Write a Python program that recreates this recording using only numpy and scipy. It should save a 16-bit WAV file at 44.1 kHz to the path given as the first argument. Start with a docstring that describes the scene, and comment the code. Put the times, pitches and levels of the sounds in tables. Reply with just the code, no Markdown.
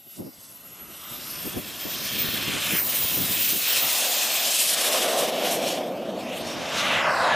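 """A thin compressor whistle comes first, climbing in pitch as a model jet spools up, with wind puffs on the microphones.
The jet rolls past a camera on a grass field and lifts off: a blade tone and a noise skirt follow turbine speed and Doppler.
Directional bands of noise form the jet: a rush and a hiss of fine eddies, then a rumble, roar and blare behind it.
Delayed copies comb and ripple the exhaust sound, and moving air lifts and sinks its bands.
A brief whistle stands out near the end."""
import sys
import numpy as np
from scipy import signal
from scipy.fft import rfft, irfft, next_fast_len
from scipy.io import wavfile
from scipy.ndimage import uniform_filter1d, map_coordinates

SR = 44100
rng = np.random.default_rng(int(sys.argv[2]) if len(sys.argv) > 2 else 0)


def int16_out(signal):
    """Quantize to a 16-bit WAV file."""
    q = np.round(np.clip(np.atleast_2d(signal).T, -1, 1) * 32767)
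    wavfile.write(sys.argv[1], SR, q.astype(np.int16))


N = 324244


def amp(db):
    """Logarithmic level: decibels to linear gain."""
    return 10 ** (np.asarray(db) / 20)


def unit(x):
    """Normalisation: scale to rms 1."""
    return x / np.sqrt(np.mean(x ** 2) + 1e-20)


def along(points, hz):
    """Logarithmic pitch: read (frequency, value) points on a log-frequency axis."""
    point_hz, value = np.transpose(points)
    return np.interp(np.log(hz + 1), np.log(point_hz + 1), value)


def curves(rows):
    """Linear interpolation: one value per sample for each column after the time."""
    s, *columns = np.transpose(rows)
    return [np.interp(np.arange(N) / SR, s, column) for column in columns]


def wobble(rate):
    """Random modulation: a smooth curve through random knots, rate knots a second."""
    knots = rng.standard_normal(int(N * rate / SR) + 4)
    return map_coordinates(knots, [np.arange(N) * rate / SR])


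def bell(x, centre, width):
    """Gaussian weighting: 1 at the centre, 1/e one width away."""
    return np.exp(-((x - centre) / width) ** 2)


def filtered(x, response):
    """Linear filtering: multiply the spectrum of x by a response of frequency."""
    m = next_fast_len(N + SR // 4)
    return irfft(rfft(x, m) * response(np.fft.rfftfreq(m, 1 / SR)), m)[..., :N]


def noise(spectrum, width, patchy_db):
    """Turbulence noise: shaped stereo noise of rms 1 with drifting patches of random gain."""
    z = signal.stft(rng.standard_normal((2, N)), nperseg=512)[2]
    field = uniform_filter1d(rng.standard_normal(z.shape[1:]), size=7, axis=0)
    field = uniform_filter1d(field, size=16, axis=1)
    pair = signal.istft(z * amp(patchy_db * unit(field)), nperseg=512)[1][:, :N]

    def mid_side(hz):
        return amp(along(spectrum, hz)) * [np.ones_like(hz), amp(along(width, hz))]

    mid, side = filtered(pair, mid_side)
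    return unit(np.array([mid + side, mid - side]))


# the take-off run: a straight line from rest, passing the camera at its closest
ACCEL_M_S2, CLOSEST_S, CLOSEST_M, SOUND_M_S = 6.61, 4.43, 22.3, 343


def flight():
    """Kinematics and Doppler effect: distance over the closest, angle from the nose [degrees], pitch factor."""
    t = np.arange(N) / SR
    past_m = ACCEL_M_S2 * (t ** 2 - CLOSEST_S ** 2) / 2
    distance_m = np.hypot(past_m, CLOSEST_M)
    receding = past_m / distance_m  # share of the speed that points away from the camera
    angle = np.degrees(np.arccos(-receding))
    doppler = 1 / (1 + ACCEL_M_S2 * t * receding / SOUND_M_S)
    return distance_m / CLOSEST_M, angle, doppler


# blade rates at which the parts have their idle and full-power levels
IDLE_HZ, FULL_HZ = 11600, 14300
LOSS_DB_PER_DOUBLING = 4  # of the distance
LIFT_OFF_S, CLIMB_S = 6.596, 0.21  # when the jet leaves the grass, and time scale of the change
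# directivity of each part: (level at full power before beam and distance [dB], drop at idle [dB],
# beam angle from the nose [degrees], beam width [degrees], beam gain [dB], change once airborne [dB])
DIRECTIVITY = { "rumble": (-48.5, 10, 158.5, 31.5, 17, 1), "roar": (-39.5, 17.5, 145, 28, 14.5, 5.5),
               "blare": (-37.5, 11.5, 129, 10.5, 6, 20.5), "rush": (-27.5, 26, 13.5, 17, 5, -1),
               "hiss": (-37.5, 11.5, 85.5, 60.5, 13, -4), "intake": (-42.5, 23, 40, 54.5, 16.5, -27),
               "whine": (-43.5, 6, 13, 33, 7.5, -5)}


def heard_db(*parts):
    """Directivity and spreading loss: each part's level from throttle, beam, distance and lift-off."""
    distance, angle, _ = flight()
    blade_hz, = curves(BLADE_RATE)
    idling = (FULL_HZ - blade_hz) / (FULL_HZ - IDLE_HZ)
    airborne = (1 + np.tanh((np.arange(N) / SR - LIFT_OFF_S) / CLIMB_S / 2)) / 2
    loss_db = LOSS_DB_PER_DOUBLING * np.log2(distance)
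    levels = []
    for part in parts:
        full_db, idle_db, aim, width, beam_db, air_db = DIRECTIVITY[part]
        throttle_db = full_db - idle_db * idling
        levels.append(throttle_db + beam_db * bell(angle, aim, width) + air_db * airborne - loss_db)
    return levels


def shimmer(x, closest_s, depth_db, size):
    """Scintillation: moving air lifts and sinks bands, more so the longer before or after the pass.

    A larger size makes each patch last longer.
    """
    hz, t, z = signal.stft(x, SR, nperseg=512)
    field = rng.standard_normal(z.shape[1:])
    for _ in range(2):
        field = uniform_filter1d(field, size=8, axis=0)
        field = uniform_filter1d(field, size=size, axis=1)
    far = np.abs(t - closest_s) / closest_s
    short_waves = hz / (hz + 1200)
    gain_db = depth_db * np.outer(short_waves, far) * unit(field)
    return signal.istft(z * amp(gain_db), nperseg=512)[1][:, :N]


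# turbine speed, opened from idle: (time [s], blade rate before Doppler [Hz])
BLADE_RATE = [(0, 11716), (.55, 11580), (.85, 11622), (1.02, 11801), (1.35, 12677), (1.55, 13086),
              (1.78, 13473), (2.2, 13748), (2.7, 14020), (3.1, 14058), (3.5, 14203), (4.5, 14284),
              (5.8, 14552), (7.35, 14676)]
# noise around the blade tone: (offset from the tone [Hz], relative density [dB per Hz])
TONE_SKIRT = [(-4000, -13), (-2000, -11.5), (-1150, -5), (-650, -1), (-220, -3.5), (-70, 0), (0, 9),
              (70, -1), (250, -8), (800, -12), (2500, -28)]
# the fuselage shields the tone side-on: (angle from the nose [degrees], width [degrees], dip [dB])
FUSELAGE_SHADOW = (108, 33, 8)


def compressor():
    """Blade-passing tone: a thin scintillating tone inside a skirt of noise that follows its pitch."""
    blade_hz, = curves(BLADE_RATE)
    _, angle, doppler = flight()
    pitch_hz = blade_hz * doppler
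    tone_db, intake_db = heard_db("whine", "intake")
    aim, width, dip_db = FUSELAGE_SHADOW
    tone_db = tone_db - dip_db * bell(angle, aim, width)
    blades = np.exp(2j * np.pi * np.cumsum(pitch_hz + 6 * wobble(70)) / SR)
    tone = amp(tone_db + 3.6 * wobble(30)) * unit(blades.real)
    # turbulence at the blades spreads the tone, mostly downwards
    m = next_fast_len(N)
    offset_hz, density_db = np.transpose(TONE_SKIRT)
    shape = amp(np.interp(np.fft.fftfreq(m, 1 / SR), offset_hz, density_db, left=-np.inf, right=-np.inf))
    spread = np.fft.ifft(shape * (rng.standard_normal(m) + 1j * rng.standard_normal(m)))[:N]
    skirt_db = intake_db + 2.4 * wobble(24) + 1.5 * wobble(110)
    skirt = amp(skirt_db) * unit((spread * blades).real)
    return tone + shimmer(skirt[None], closest_s=CLOSEST_S, depth_db=5, size=9)


# wind on the microphones between the puffs: (time [s], mean level [dB])
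WIND_LEVEL = [(0, -67), (.6, -57), (1.35, -46.5), (1.75, -46.5), (2.02, -43.5), (2.14, -40.5), (2.33, -37),
              (2.95, -43), (3.1, -42), (3.27, -36), (3.68, -54), (3.88, -42), (4.1, -114), (6.15, -57),
              (6.42, -44), (6.78, -43.5), (6.92, -41), (7.35, -45)]
# puffs of wind: (time [s], peak level before the high-pass [dB], rise [s], fall [s], low edge [Hz])
WIND_PUFFS = [(.075, -52, 0.013, 0.013, 25), (.203, -32.5, 0.026, .049, 150), (.272, -37.5, .027, .03, 160),
              (.39, -52, .012, .02, 60), (1.122, -42, .015, .014, 50), (1.472, -28.5, 0.029, 0.011, 150),
              (1.54, -40, .012, .012, 25), (1.575, -27, .02, 0.026, 60), (1.853, -30.5, 0.0042, .032, 100),
              (2.25, -31, .008, 0.0063, 180), (2.288, -30, 0.0076, 0.0077, 50),
              (2.341, -27, 0.0069, 0.01, 150), (2.484, -29.5, 0.016, 0.028, 40),
              (2.733, -27.5, 0.022, 0.034, 130), (3.045, -28, 0.0044, 0.013, 80),
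              (3.193, -29, 0.035, 0.04, 60), (3.31, -34.5, 0.016, 0.028, 80),
              (3.555, -35, 0.076, 0.032, 130)]
# wind noise spectrum: (frequency [Hz], relative density [dB per Hz])
WIND_SPECTRUM = [(15, -32), (40, -13), (80, -5), (160, 1), (320, -2), (540, -11.5), (900, -23), (2000, -51)]
# difference between the two microphones: (frequency [Hz], side level against the middle [dB])
WIND_WIDTH = [(40, -15), (100, -9.5), (220, -5.5), (600, 0.5)]


def wind():
    """Turbulent pressure on the ports: a low flutter with short puffs; smaller eddies have less bass."""
    t = np.arange(N) / SR
    breeze_db, = curves(WIND_LEVEL)
    out = amp(breeze_db + 2.5 * wobble(22.05)) * noise(WIND_SPECTRUM, WIND_WIDTH, patchy_db=0.5)
    buffet = noise(WIND_SPECTRUM, WIND_WIDTH, patchy_db=0.1)
    for s, db, rise, fall, low_hz in WIND_PUFFS:
        side_s = np.where(t < s, rise, fall)
        envelope = amp(db) / (1 + ((t - s) / side_s) ** 2) ** 2
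        high_pass = signal.butter(2, low_hz, "highpass", fs=SR, output="sos")
        out = out + envelope * signal.sosfilt(high_pass, buffet)
    return out


# fine-eddy spectra: (frequency [Hz], relative density [dB per Hz])
RUSH_SPECTRUM = [(300, -63), (1200, -9.5), (1900, -7), (2350, -2), (3000, 1.2), (3700, 0.4), (4600, -6),
                 (5350, -3.5), (6500, -8.5), (7600, -13.5), (14000, -39)]
HISS_SPECTRUM = [(600, -51), (2500, -10.5), (4500, -3), (6000, -3), (8300, 0), (10500, -1.5), (12500, -4),
                 (14500, -8.5), (16000, -24)]
# difference between the two microphones: (frequency [Hz], side level against the middle [dB])
EXHAUST_WIDTH = [(1500, -85), (2500, -78), (3600, -10.5), (5000, -14.5), (8500, -25.5), (11000, -5),
                 (13000, -66)]
# flutter strongest just after the pass: (angle from the nose [degrees], width [degrees],
# extra depth before each band's share [dB])
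AFT_FLUTTER = (130, 30, 1.2)


def exhaust():
    """Small-scale mixing noise: fine eddies rush and hiss; moving air flickers the shortest waves most."""
    rush_db, hiss_db = heard_db("rush", "hiss")
    distance, angle, _ = flight()
    aim, width, depth_db = AFT_FLUTTER
    flutter_db = depth_db * bell(angle, aim, width)
    flicker = 1.18 * np.log2(distance) * wobble(14) + 1.1 * wobble(30) + (1.02 + flutter_db) * wobble(70)
    rush = amp(rush_db + 0.48 * flicker) * noise(RUSH_SPECTRUM, EXHAUST_WIDTH, patchy_db=1.5)
    hiss = amp(hiss_db + 0.89 * flicker) * noise(HISS_SPECTRUM, EXHAUST_WIDTH, patchy_db=1.5)
    return rush + hiss


# lean of the exhaust at the closest point: (frequency [Hz], left minus right for a central sound [dB])
LEFT_LEAN = [(2400, 0), (4400, 1.6), (8100, .7), (13000, 0)]
NARROWING = 2.8  # the width shrinks with this power of the distance


def widen(x):
    """Apparent source width: a point while far away, the exhaust spreads out and leans left close by."""
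    distance, _, _ = flight()
    mid, side = (x[0] + x[1]) / 2, (x[0] - x[1]) / 2
    lean = filtered(mid, lambda hz: 1 - 2 / (1 + amp(along(LEFT_LEAN, hz))))
    side = (side + lean) / distance ** NARROWING
    return np.array([mid + side, mid - side])


# large-eddy spectra: (frequency [Hz], relative density [dB per Hz])
RUMBLE_SPECTRUM = [(30, -52), (70, -27), (110, -16), (170, -3.5), (250, 3.5), (350, -1.5), (450, -6),
                   (700, -46), (2000, -70)]
ROAR_SPECTRUM = [(100, -45), (220, -23.5), (310, -9), (420, -8), (520, 1.5), (620, 2.5), (740, -0.5),
                 (880, -12), (1050, -12.5), (1300, -19), (4000, -79)]
BLARE_SPECTRUM = [(200, -31), (800, -2), (1000, 4), (1350, -0.5), (1800, 0), (2100, -3.5), (2700, 0),
                  (8000, -33.5)]
# difference between the two microphones: (frequency [Hz], side level against the middle [dB])
PLUME_WIDTH = [(100, -16), (280, -28), (600, -37.5), (1500, -46.5), (4000, -23.5)]


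def plume():
    """Large-scale mixing noise: big eddies throb, loudest once the nozzle points at the listener."""
    rumble_db, roar_db, blare_db = heard_db("rumble", "roar", "blare")
    throb = wobble(25)
    rumble = amp(rumble_db + 0.25 * throb) * noise(RUMBLE_SPECTRUM, PLUME_WIDTH, patchy_db=1.2)
    roar = amp(roar_db + 0.7 * throb) * noise(ROAR_SPECTRUM, PLUME_WIDTH, patchy_db=1.8)
    blare = amp(blare_db + 0.8 * throb) * noise(BLARE_SPECTRUM, PLUME_WIDTH, patchy_db=1.25)
    return rumble + roar + blare


# echoes from small things around the camera, weakest near the pass: (time [s], gain [dB])
CLUTTER_GAIN = [(0, -8), (2.1, -10), (3.3, -16), (4.4, -20), (5.6, -18), (6.3, -15), (7.35, -13)]


def scatter(x, life_ms, count):
    """Scattering: faint echoes from small things ripple the treble, fading through count patterns in turn."""
    ms = np.arange(SR // 50) * 1000 / SR
    treble = filtered(x, lambda hz: hz ** 2 / (hz ** 2 + 900 ** 2))
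    place = np.linspace(0, count - 1, N)
    heard = np.zeros_like(x)
    for k in range(count):
        echoes = rng.standard_normal(len(ms)) * np.exp(-ms / life_ms) * (ms > 1)
        echoes = echoes[None] / np.linalg.norm(echoes)
        near = np.abs(place - k) < 1
        fade = np.cos(np.pi / 2 * (place[near] - k))
        heard[:, near] += fade * signal.fftconvolve(treble[:, near], echoes, axes=1)[:, :len(fade)]
    gain_db, = curves(CLUTTER_GAIN)
    return x + amp(gain_db) * heard


# reflection off something close to the camera: (time [s], delay [ms], strength before band limits [0-1])
NEARBY_PATH = [(0, 1.42, 0.4), (1.3, 1.43, 0.17), (2.7, 1.7, 0.02), (3.1, 1.4, 0.04), (4.3, 1.17, 0.09),
               (5.2, 1.15, 0), (7.35, 1.54, 0.23)]
# reflection off the grass: (time [s], delay [ms], strength before band limits [0-1])
GROUND_PATH = [(2.1, .15, 0), (2.4, .165, .1), (2.62, .18, .15), (2.73, .235, .28), (2.81, .29, .42),
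               (2.95, .4, .15), (3.1, .55, 0), (5.4, .85, 0), (5.75, .8, .15), (5.9, .66, .22),
               (6.0, .51, .2), (6.07, .43, .36), (6.15, .38, .3), (6.21, .32, .5), (6.27, .245, .6),
               (6.35, .195, .65), (6.4, .16, .5), (6.48, .11, .1), (6.8, .1, 0), (6.95, .19, .4),
               (7.03, .235, .7), (7.1, .283, .85), (7.22, .32, .65), (7.35, .37, .5)]


def reflect(x, path, low_hz, high_hz, inverted=False):
    """Two-path interference: a band-limited copy whose delay moves makes a sweeping comb."""
    delay_ms, strength = curves(path)
    read_at = np.arange(N) - delay_ms * SR / 1000
    band = filtered(x, lambda hz: hz ** 2 / (hz ** 2 + low_hz ** 2) / np.sqrt(1 + (hz / high_hz) ** 2))
    copy = strength * np.array([map_coordinates(channel, [read_at]) for channel in band])
    return (x - copy if inverted else x + copy) / np.sqrt(1 + strength ** 2)


# swells and fades in the air: (time [s], half length [s], gain [dB], centre [Hz], half width [octaves])
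AIR_SWELLS = [ (0, 0.41, -10, 2960, 5.1), (0.154, 0.07, 10.5, 12000, 2.7), (0.275, 0.078, 11, 5400, 0.22),
              (0.805, 0.29, 2, 7500, 0.35), (1.05, 0.11, 10, 3340, 0.35), (1.1, .4, 6, 1290, 0.3),
              (1.2, 0.42, 3.5, 4130, 13), (1.293, 0.16, 7, 5450, 0.31), (1.64, 0.13, -5.5, 4860, 2),
              (1.927, 0.36, 3.5, 1820, 0.21), (2.0, 0.17, 5, 5460, 0.42), (1.9, .14, -3, 3160, 0.18),
              (2.45, 0.16, -1.5, 8500, 1.3), (2.35, 0.28, 2, 3000, 0.11), (2.206, 0.037, 9, 14300, .08),
              (2.204, 0.029, 2.5, 14000, 3.7), (2.5, 0.31, 5.5, 1680, 1.35), (2.77, .05, 6.5, 1900, .5),
              (2.603, 0.21, -9, 14400, 0.23), (2.844, 0.04, -6, 3160, 1.4), (2.894, 0.43, 6.5, 11900, 0.96),
              (3.53, 0.18, -9.5, 790, 0.77), (3.585, 0.053, -7, 2700, 1.04), (3.695, 0.16, 4.5, 2540, 1.9),
              (4.153, 0.47, 8, 740, 0.17), (4.35, 0.1, 2.5, 373, 0.73), (4.353, 0.23, -8.5, 10000, 0.32),
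              (4.67, 0.18, -5, 550, 1.8), (4.776, 0.044, -6.5, 11000, 0.5), (4.827, 0.068, 4.5, 500, 1.9),
              (4.853, 0.53, 3.5, 14700, 1.4), (5.033, .16, 2.5, 328, 1.3), (5.093, 0.035, -5.5, 8800, 2),
              (5.21, 0.025, 4.5, 12000, 1.2), (5.327, 0.074, -9, 9830, 2), (5.539, 0.044, 8.5, 10700, 1.1),
              (5.595, 0.04, -4, 6950, 1.9), (5.652, 0.25, -2.5, 910, 0.48), (5.43, 0.046, 4.5, 2840, 0.37),
              (5.72, 0.098, 4, 2710, 0.44), (5.715, 0.062, 10.5, 7060, 1.2), (5.825, 0.044, -1, 5440, 1.2),
              (6.027, 0.36, -18.5, 6100, 2.18), (6.107, .06, -5, 12000, 0.97), (6.16, 0.45, 4, 429, 0.77),
              (6.24, 0.17, -7.5, 1540, 0.28), (6.31, 0.054, 4, 3420, .5), (6.375, 0.03, 7, 12500, 0.68),
              (6.495, 0.11, -4.5, 2800, 0.32), (6.55, 0.18, -3, 11000, 5.2), (6.6, .4, -3, 12600, 0.26),
              (6.715, 0.16, -7.5, 301.4, 1.24), (6.793, 0.03, 6.5, 5000, 1.4),
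              (6.91, 0.099, 3.5, 2940, 1.8), (7.14, 0.082, -4.5, 2700, 0.96), (7.35, 0.068, 6, 2870, 0.32),
              (7.25, 0.24, -9, 14200, .22), (7.35, 0.44, 11, 655, 0.9)]


def swell(x):
    """Propagation through air: broad bands swell and fade, each a smooth hump in time and in pitch."""
    hz, t, z = signal.stft(x, SR, nperseg=512)
    gain_db = 0
    for s, length, db, centre, octaves in AIR_SWELLS:
        pitch_hump = bell(np.log2((hz + 1) / centre), 0, octaves)
        gain_db = gain_db + db * np.outer(pitch_hump, bell(t, s, length))
    return signal.istft(z * amp(gain_db), nperseg=512)[1][:, :N]


# the brief whistle: (start [s], attack [s], pitch [Hz], peak level [dB])
BRIEF_WHISTLE = (7.295, .02, 1705, -23)


def whistle():
    """Frequency-modulated sine: a slightly unsteady whistle stands out of the roar as the jet climbs."""
    t = np.arange(N) / SR
    start_s, attack_s, hz, db = BRIEF_WHISTLE
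    attack = np.clip((t - start_s) / attack_s, 0, 1)
    return amp(db) * attack * np.sin(2 * np.pi * np.cumsum(hz + 7 * wobble(80)) / SR)


def scene():
    """Superposition: at a grazing angle the ground returns the jet's shorter waves upside down."""
    jet = widen(exhaust()) + plume()
    jet = reflect(jet, GROUND_PATH, low_hz=450, high_hz=6000, inverted=True)
    jet = reflect(jet, NEARBY_PATH, low_hz=80, high_hz=2000)
    jet = shimmer(jet, closest_s=CLOSEST_S, depth_db=2.2, size=30)
    jet = scatter(jet, life_ms=1.5, count=16)
    return swell(jet + compressor()) + whistle() + wind()


# the camera's treble roll-off: (frequency [Hz], gain [dB])
TREBLE_ROLL_OFF = [(14950, 0), (15250, -10), (15700, -16)]
TOP_HZ = 15750


def record(dry):
    """Band limiting: the camera rolls off the treble and keeps nothing from its band limit up."""
    return filtered(dry, lambda hz: amp(along(TREBLE_ROLL_OFF, hz)) * (hz < TOP_HZ))


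dry = scene()
out = record(dry)
int16_out(out)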